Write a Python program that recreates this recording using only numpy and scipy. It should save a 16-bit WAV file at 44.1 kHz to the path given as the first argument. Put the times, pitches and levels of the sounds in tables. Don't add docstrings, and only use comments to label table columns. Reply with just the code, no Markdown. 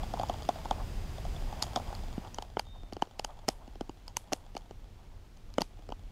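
import sys
import numpy as np
from scipy import signal
from scipy.fft import rfft, irfft
from scipy.io import wavfile
from scipy.ndimage import uniform_filter1d

SR = 44100
rng = np.random.default_rng(int(sys.argv[2]) if len(sys.argv) > 2 else 0)


def pcm_store(signal):
    levels = np.round(np.clip(np.atleast_2d(signal), -1, 1) * 32767)
    wavfile.write(sys.argv[1], SR, levels.astype(np.int16).T)


N = 269495

DISSOLVE_S = (1.9, 2.67)
BANK_DB, FIELD_DB = -37, -48
BANK_ECHO_DB = 2.5
TOP_HZ = 15500
SEATED_DAMPING, STANDING_DAMPING = 0.65, 1.96
SEATED_STRAP, STANDING_STRAP = 1.074, 0.95
THUD_HZ, DECK_HZ, TICK_HZ = 402, 760, 5200

# pitch_multiple (of the deck pitch), level_db, t60_s
DECK_MODES = [(.74, -7, 0.011), (1, 3.5, 0.019), (1.15, 0.5, 0.015), (1.43, -10, 0.021), (1.8, -13, 0.012)]
# pitch_hz, level_db, t60_s
STRAP_MODES = [(1460, -5, 0.0017), (1820, -10, 0.0043), (2330, -2, 0.0023), (2570, -6.5, 0.0057),
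               (3065, -1, 0.0089), (3283, -2, 0.0095)]
# pitch_hz, level_db, t60_s
BUCKLE_MODES = [(4426, -3, 0.0081), (4780, 1, 0.0059), (5230, 3.5, 0.0027), (5840, -0.4, 0.0039),
                (6620, -0.1, 0.0059)]
# start_s, level_db
RUSTLE_LEVEL = [(0.0, -50), (0.08, -49.5), (0.61, -51.5), (0.87, -68.5), (1.56, -52.5), (1.68, -46.5),
                (2.11, -54.5), (2.57, -64), (2.77, -63), (3.13, -62), (3.44, -61.5), (4.08, -65.5),
                (4.19, -64), (4.59, -63.5), (4.78, -68), (5.38, -71), (5.72, -65.5), (6.11, -67)]
HARDNESS_WEIGHTS = (-1.16, 0.5, 1.36, 3.5, 7)


def undb(db):
    return 10 ** (np.asarray(db) / 20)


def unit(x):
    return x / np.sqrt(np.mean(x ** 2))


def packed(x):
    return x / np.sqrt(np.sum(x ** 2) / (.005 * SR))


def curve(rows):
    s, *columns = np.transpose(rows)
    return [np.interp(np.arange(N) / SR, s, column) for column in columns]


def band(x, lo_hz, hi_hz):
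    return signal.sosfilt(signal.butter(2, [lo_hz, hi_hz], "band", fs=SR, output="sos"), x)


def walk(rate_hz):
    hold = int(SR / rate_hz)
    steps = np.repeat(rng.standard_normal(N // hold + 1), hold)
    return unit(uniform_filter1d(uniform_filter1d(steps, hold), hold)[:N])


def add(out, s, x):
    i = int(np.clip(s * SR, 0, N - 1))
    out[i:i + len(x)] += x[:N - i]


def ring(push, modes, pitch=1, damping=1, scatter_db=2.0, detune=0.025):
    t = np.arange(len(push)) / SR
    hz, db, t60 = np.transpose(modes)[:, :, None]
    size, shift = rng.standard_normal((2, len(modes), 1))
    sign = (-1) ** np.arange(len(modes))[:, None]
    decay = undb(db + scatter_db * size - 60 * t * damping / t60)
    waves = sign * decay * np.sin(2 * np.pi * hz * pitch * (1 + detune * shift) * t)
    return packed(signal.fftconvolve(push, waves.sum(0))[:len(t)])


def air(spectrum, gust_db=2.0, flicker_db=-0.26, gust_hz=200):
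    hz, db = np.transpose(spectrum)
    f = np.maximum(np.fft.rfftfreq(N, 1 / SR), 1)
    noise = rfft(rng.standard_normal(N)) * undb(np.interp(np.log(f), np.log(hz), db))
    bass = 1 / (1 + (f / gust_hz) ** 2)
    rumble = irfft(noise * bass, N) * undb(gust_db * walk(8.1))
    hiss = irfft(noise * (1 - bass), N) * undb(flicker_db * walk(6.13))
    return unit(rumble + hiss)


def fidget(slips_per_s=55, spread_db=4.0, strap_db=-8.5, buckle_db=-11, trim_db=-4.5):
    happens = rng.random(N) < slips_per_s / SR
    size = undb(spread_db * np.minimum(rng.exponential(size=N), 3))
    slips = happens * rng.choice([-1, 1], N) * size
    tap = signal.unit_impulse(SR // 25)
    body = ring(tap, DECK_MODES, 735, STANDING_DAMPING)
    body = body + undb(strap_db) * ring(tap, STRAP_MODES)
    body = body + undb(buckle_db) * ring(tap, BUCKLE_MODES)
    return unit(signal.fftconvolve(slips, body)[:N]) * undb(curve(RUSTLE_LEVEL)[0] + trim_db)


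def sleeves(lo_hz=570, hi_hz=1000, rub_db=4.0, trim_db=-3):
    # middle_s, length_s, level_db
    strokes = [(0.787, 0.097, -49), (2.235, 0.092, -51.5), (3.3, 0.052, -51.5), (4.974, 0.45, -68)]
    t = np.arange(N) / SR
    sweeps = sum(undb(db) * np.exp(-(2 * (t - s) / length) ** 2) for s, length, db in strokes)
    rubbing = unit(band(rng.standard_normal(N), lo_hz, hi_hz) * undb(rub_db * walk(35)))
    return rubbing * np.hypot(undb(curve(RUSTLE_LEVEL)[0] + trim_db), sweeps)


def radiate(x, low_hz=135):
    return signal.sosfilt(signal.butter(2, low_hz, "high", fs=SR, output="sos"), x)


def contact(out_s, mix_db, thud_hz=THUD_HZ, deck_hz=DECK_HZ, tick_hz=TICK_HZ, push_s=0.00013,
            scrape_s=0.001, grit=0.15, focus_db=26, crack_s=0.00036, crack_db=-6,
            swell_s=0.003, swell_db=-12, crunch_s=0.0012, crunch_db=-7):
    # pitch_multiple (of the thud pitch), level_db, t60_s
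    thud_modes = [(.55, -4.5, 0.013), (.75, -2.5, 0.014), (1, -2.5, 0.012), (1.45, -9.5, 0.0056)]
    # pitch_hz, level_db, t60_s
    edge_modes = [(7500, 6, 0.0022), (9750, 5, 0.011), (10700, 9.5, 0.0026), (12900, 6, 0.0041)]
    thud_db, deck_db, strap_db, buckle_db, edge_db = mix_db
    t = np.arange(SR // 25) / SR
    push = t / push_s * np.exp(-t / push_s)
    noise = rng.standard_normal((4, len(t)))
    scrape = signal.unit_impulse(len(t)) + grit * noise[0] * np.exp(-t / scrape_s)
    damping, strap_pitch = STANDING_DAMPING, STANDING_STRAP
    if out_s < DISSOLVE_S[0]:
        damping, strap_pitch = SEATED_DAMPING, SEATED_STRAP
    low = undb(thud_db) * ring(push, thud_modes, thud_hz)
    low = low + undb(deck_db) * ring(push, DECK_MODES, deck_hz, damping)
    buckle = [(hz, db - focus_db * abs(np.log2(hz / tick_hz)), t60) for hz, db, t60 in BUCKLE_MODES]
    high = undb(strap_db) * ring(scrape, STRAP_MODES, strap_pitch)
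    high = high + undb(buckle_db) * ring(scrape, buckle)
    high = high + undb(edge_db) * ring(scrape, edge_modes)
    crunch = packed(band(noise[3] * np.exp(-t / crunch_s), 890, 1460))
    crunch = undb((deck_db + strap_db) / 2 + crunch_db) * crunch
    force_db = (strap_db + buckle_db) / 2
    crack = undb(force_db + crack_db) * packed(band(noise[1] * np.exp(-t / crack_s), 1470, 5000))
    swell = packed(band(noise[2] * np.exp(-t / swell_s), 400, 5500))[:SR // 50][::-1]
    swell = undb(force_db + swell_db) * swell
    return out_s - len(swell) / SR, np.concatenate([swell, radiate(low) + high + crack + crunch])


def knocks(thud_hz=245, tick_hz=5500, crunch_db=-11):
    # start_s, deck_pitch_hz, level_db, strap_slap_db (added to the strap)
    bumps = [(0.0322, 744, -34.5, 6), (0.1373, 713, -28, -5), (0.1718, 830, -36.5, -10),
             (0.1966, 710, -25.5, -0.5), (0.2129, 743, -32, -2), (0.2327, 813, -27, -4),
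             (0.2963, 705, -24, 2.5), (0.3408, 796, -37, 5), (0.4894, 754, -18.5, -1.5),
             (0.557, 670, -39, 2), (0.6551, 760, -32, -8), (0.7098, 767, -21, 5), (1.182, 676, -39.5, 8),
             (1.2509, 700, -35, 0), (1.3631, 666, -43, 14), (1.5265, 800, -36.5, 3),
             (1.764, 766, -32, 10.5), (1.7721, 660, -27.5, -4), (1.798, 724, -37, -6),
             (1.9279, 844, -39.5, -3), (2.248, 810, -44.5, 8), (4.321, 800, -31, -1)]
    shares_db = (-12.5, -1, -20.5, -24, -34.5)
    sounds = []
    for s, deck_hz, db, slap_db in bumps:
        mix_db = np.add(shares_db, db)
        mix_db[2] += slap_db
        sounds.append(contact(s, mix_db, thud_hz, deck_hz, tick_hz, crunch_db=crunch_db))
    return sounds


def scatter(x, lo_hz, hi_hz, db, t60, ragged_db=2):
    decay = undb(-120 * np.arange(SR // 3) / SR / t60)
    power = signal.fftconvolve(band(x, lo_hz, hi_hz) ** 2, decay / decay.sum())[:N]
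    hiss = unit(band(rng.standard_normal(N), lo_hz, hi_hz) * undb(ragged_db * walk(250)))
    return undb(db) * np.sqrt(np.abs(power)) * hiss


def brush(x):
    low = scatter(x, 334, 1060, db=-20.5, t60=0.12)
    middle = scatter(x, 2300, 6600, db=-21, t60=0.15)
    return low + middle + scatter(x, 6900, 11700, db=-19.5, t60=0.27)


def ticks(thud_hz=260, deck_hz=850, rattle_s=0.018, rattle_db=-12):
    # start_s, tick_centre_hz, level_db
    clicks = [(0.287, 5200, -52), (0.431, 4470, -54), (1.622, 4900, -43), (1.6246, 4780, -29),
              (1.634, 5000, -43), (1.9506, 4460, -48.5), (2.345, 6100, -46), (2.9331, 4570, -50.5),
              (4.0799, 5020, -46.5), (4.577, 6170, -54), (5.372, 5000, -66), (5.5396, 4530, -55.5)]
    shares_db = (-11, -5.5, -10, 2.5, -13)
    t = np.arange(SR // 10) / SR
    sounds = []
    for s, hz, db in clicks:
        sounds.append(contact(s, np.add(shares_db, db), thud_hz, deck_hz, hz))
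        chatter = rng.standard_normal(len(t)) * rng.exponential(size=len(t)) * np.exp(-t / rattle_s)
        rattle = ring(chatter, STRAP_MODES[-2:] + BUCKLE_MODES)
        sounds.append((s, undb(db + rattle_db) * rattle))
    return sounds


def snaps():
    # start_s, deck_pitch_hz, tick_centre_hz, level_db, hardness_db (before weights)
    jumps = [(1.7599, 735, 5700, -29, 1.5), (2.385, 880, 4900, -32.5, -1.2), (2.4236, 840, 5200, -42.5, 2),
             (2.57, 860, 4700, -27, -6), (2.595, 840, 4600, -33.5, 3), (3.0223, 810, 5200, -22.5, -2.46),
             (3.195, 760, 5570, -35, 2), (3.2465, 850, 5670, -35.5, 3), (4.1689, 893, 6060, -35.5, 4.5),
             (4.567, 775, 4570, -37, 1.04), (5.5831, 584, 6000, -21.5, -3.3), (5.922, 860, 4900, -35.5, -3)]
    shares_db = (-9, 1, -8, -11, -33.5)
    sounds = []
    for s, deck_hz, tick_hz, db, hardness_db in jumps:
        mix_db = np.add(shares_db, db) + hardness_db * np.array(HARDNESS_WEIGHTS)
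        sounds.append(contact(s, mix_db, deck_hz=deck_hz, tick_hz=tick_hz))
    return sounds


def tugs(full_hz=310, soft_db=8, push_s=0.00016, push_growth=2.8):
    # start_s, thud_pitch_hz, level_db
    pulls = [(1.763, 263, -31), (2.1792, 197, -26.5), (2.8334, 304, -48.5), (2.925, 342, -38),
             (2.967, 332, -38.5), (3.072, 400, -51.5), (3.6772, 313, -46.5), (3.756, 344, -47),
             (3.8095, 340, -31.5), (3.8945, 300, -36.5), (4.551, 373, -40.5), (4.7096, 360, -42.5),
             (5.792, 330, -53), (5.89, 410, -41.5), (5.9026, 420, -46)]
    shares_db = (1, -4.5, -16, -18, -44)
    weights = np.array(HARDNESS_WEIGHTS) - HARDNESS_WEIGHTS[0]
    sounds = []
    for s, hz, db in pulls:
        softness = max(np.log2(full_hz / hz), 0)
        mix_db = np.add(shares_db, db) - soft_db * softness * weights
        sounds.append(contact(s, mix_db, thud_hz=hz, push_s=push_s * 2 ** (push_growth * softness)))
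    return sounds


def bird(waver_db=1):
    # start_s, pitch_hz, level_db
    whistle = [(2.64, 3700, -85), (2.67, 3650, -65), (2.73, 3673, -63), (2.8, 3650, -65.5),
               (2.9, 3596, -74), (2.94, 3550, -88)]
    hz, db = curve(whistle)
    t = np.arange(N) / SR
    singing = (t > whistle[0][0]) & (t < whistle[-1][0])
    tone = np.sqrt(2) * np.sin(2 * np.pi * np.cumsum(hz) / SR)
    return singing * undb(db + waver_db * walk(41.0)) * tone


def latches(thud_hz=270, drag_thud_hz=300, drag_deck_hz=660, drag_tick_hz=5400,
            second_slip_db=-6, second_slip_share=0.55):
    # lock_s, drag_before_lock_s, deck_pitch_hz, tick_centre_hz, level_db
    locks = [(3.4875, 0.0047, 703, 5300, -26), (4.3325, 0.0066, 716, 5830, -29),
             (5.618, 0.0107, 820, 4720, -30)]
    lock_shares_db = (-6.5, 0, -7, -0.5, -15)
    drag_shares_db = (-2.5, -7.5, -15.5, -12.5, -23)
    sounds = []
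    for s, drag_s, deck_hz, tick_hz, db in locks:
        for lead_s, slip_db in ((drag_s, db), (drag_s * second_slip_share, db + second_slip_db)):
            mix_db = np.add(drag_shares_db, slip_db)
            sounds.append(contact(s - lead_s, mix_db, drag_thud_hz, drag_deck_hz, drag_tick_hz))
        sounds.append(contact(s, np.add(lock_shares_db, db), thud_hz, deck_hz, tick_hz))
    return sounds


def handling():
    out = np.zeros(N)
    for s, sound in knocks() + ticks() + snaps() + tugs() + latches():
        add(out, s, sound)
    return out


def scene():
    # frequency_hz, level_db (per Hz)
    bank_spectrum = [(15, -36), (27, 7.5), (42, -2), (60, -4), (95, -8), (150, -15), (430, -25.5),
                     (760, -27.5), (1300, -34.5), (3200, -37), (4500, -41), (4870, -35.5), (5350, -42),
                     (7100, -43.5), (10000, -49.5), (15000, -51.5)]
    field_spectrum = [(15, -10.5), (28, 0.5), (45, -3), (60, -11.5), (90, -8), (130, -19), (250, -24),
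                      (400, -28.5), (800, -36), (1400, -39), (3000, -41), (6000, -46.5), (10000, -54),
                      (15000, -55.5)]
    second = np.interp(np.arange(N) / SR, DISSOLVE_S, (0, 1))
    bank = (1 - second) * undb(BANK_DB) * air(bank_spectrum)
    field = np.sqrt(second) * undb(FIELD_DB) * air(field_spectrum)
    binding = handling() + fidget()
    echoes = undb(BANK_ECHO_DB * (1 - second)) * brush(binding)
    return (binding + echoes + sleeves() + bird() + bank + field)[None]


def record(dry):
    return signal.sosfilt(signal.ellip(8, .2, 70, TOP_HZ, fs=SR, output="sos"), dry)


dry = scene()
out = record(dry)
pcm_store(out)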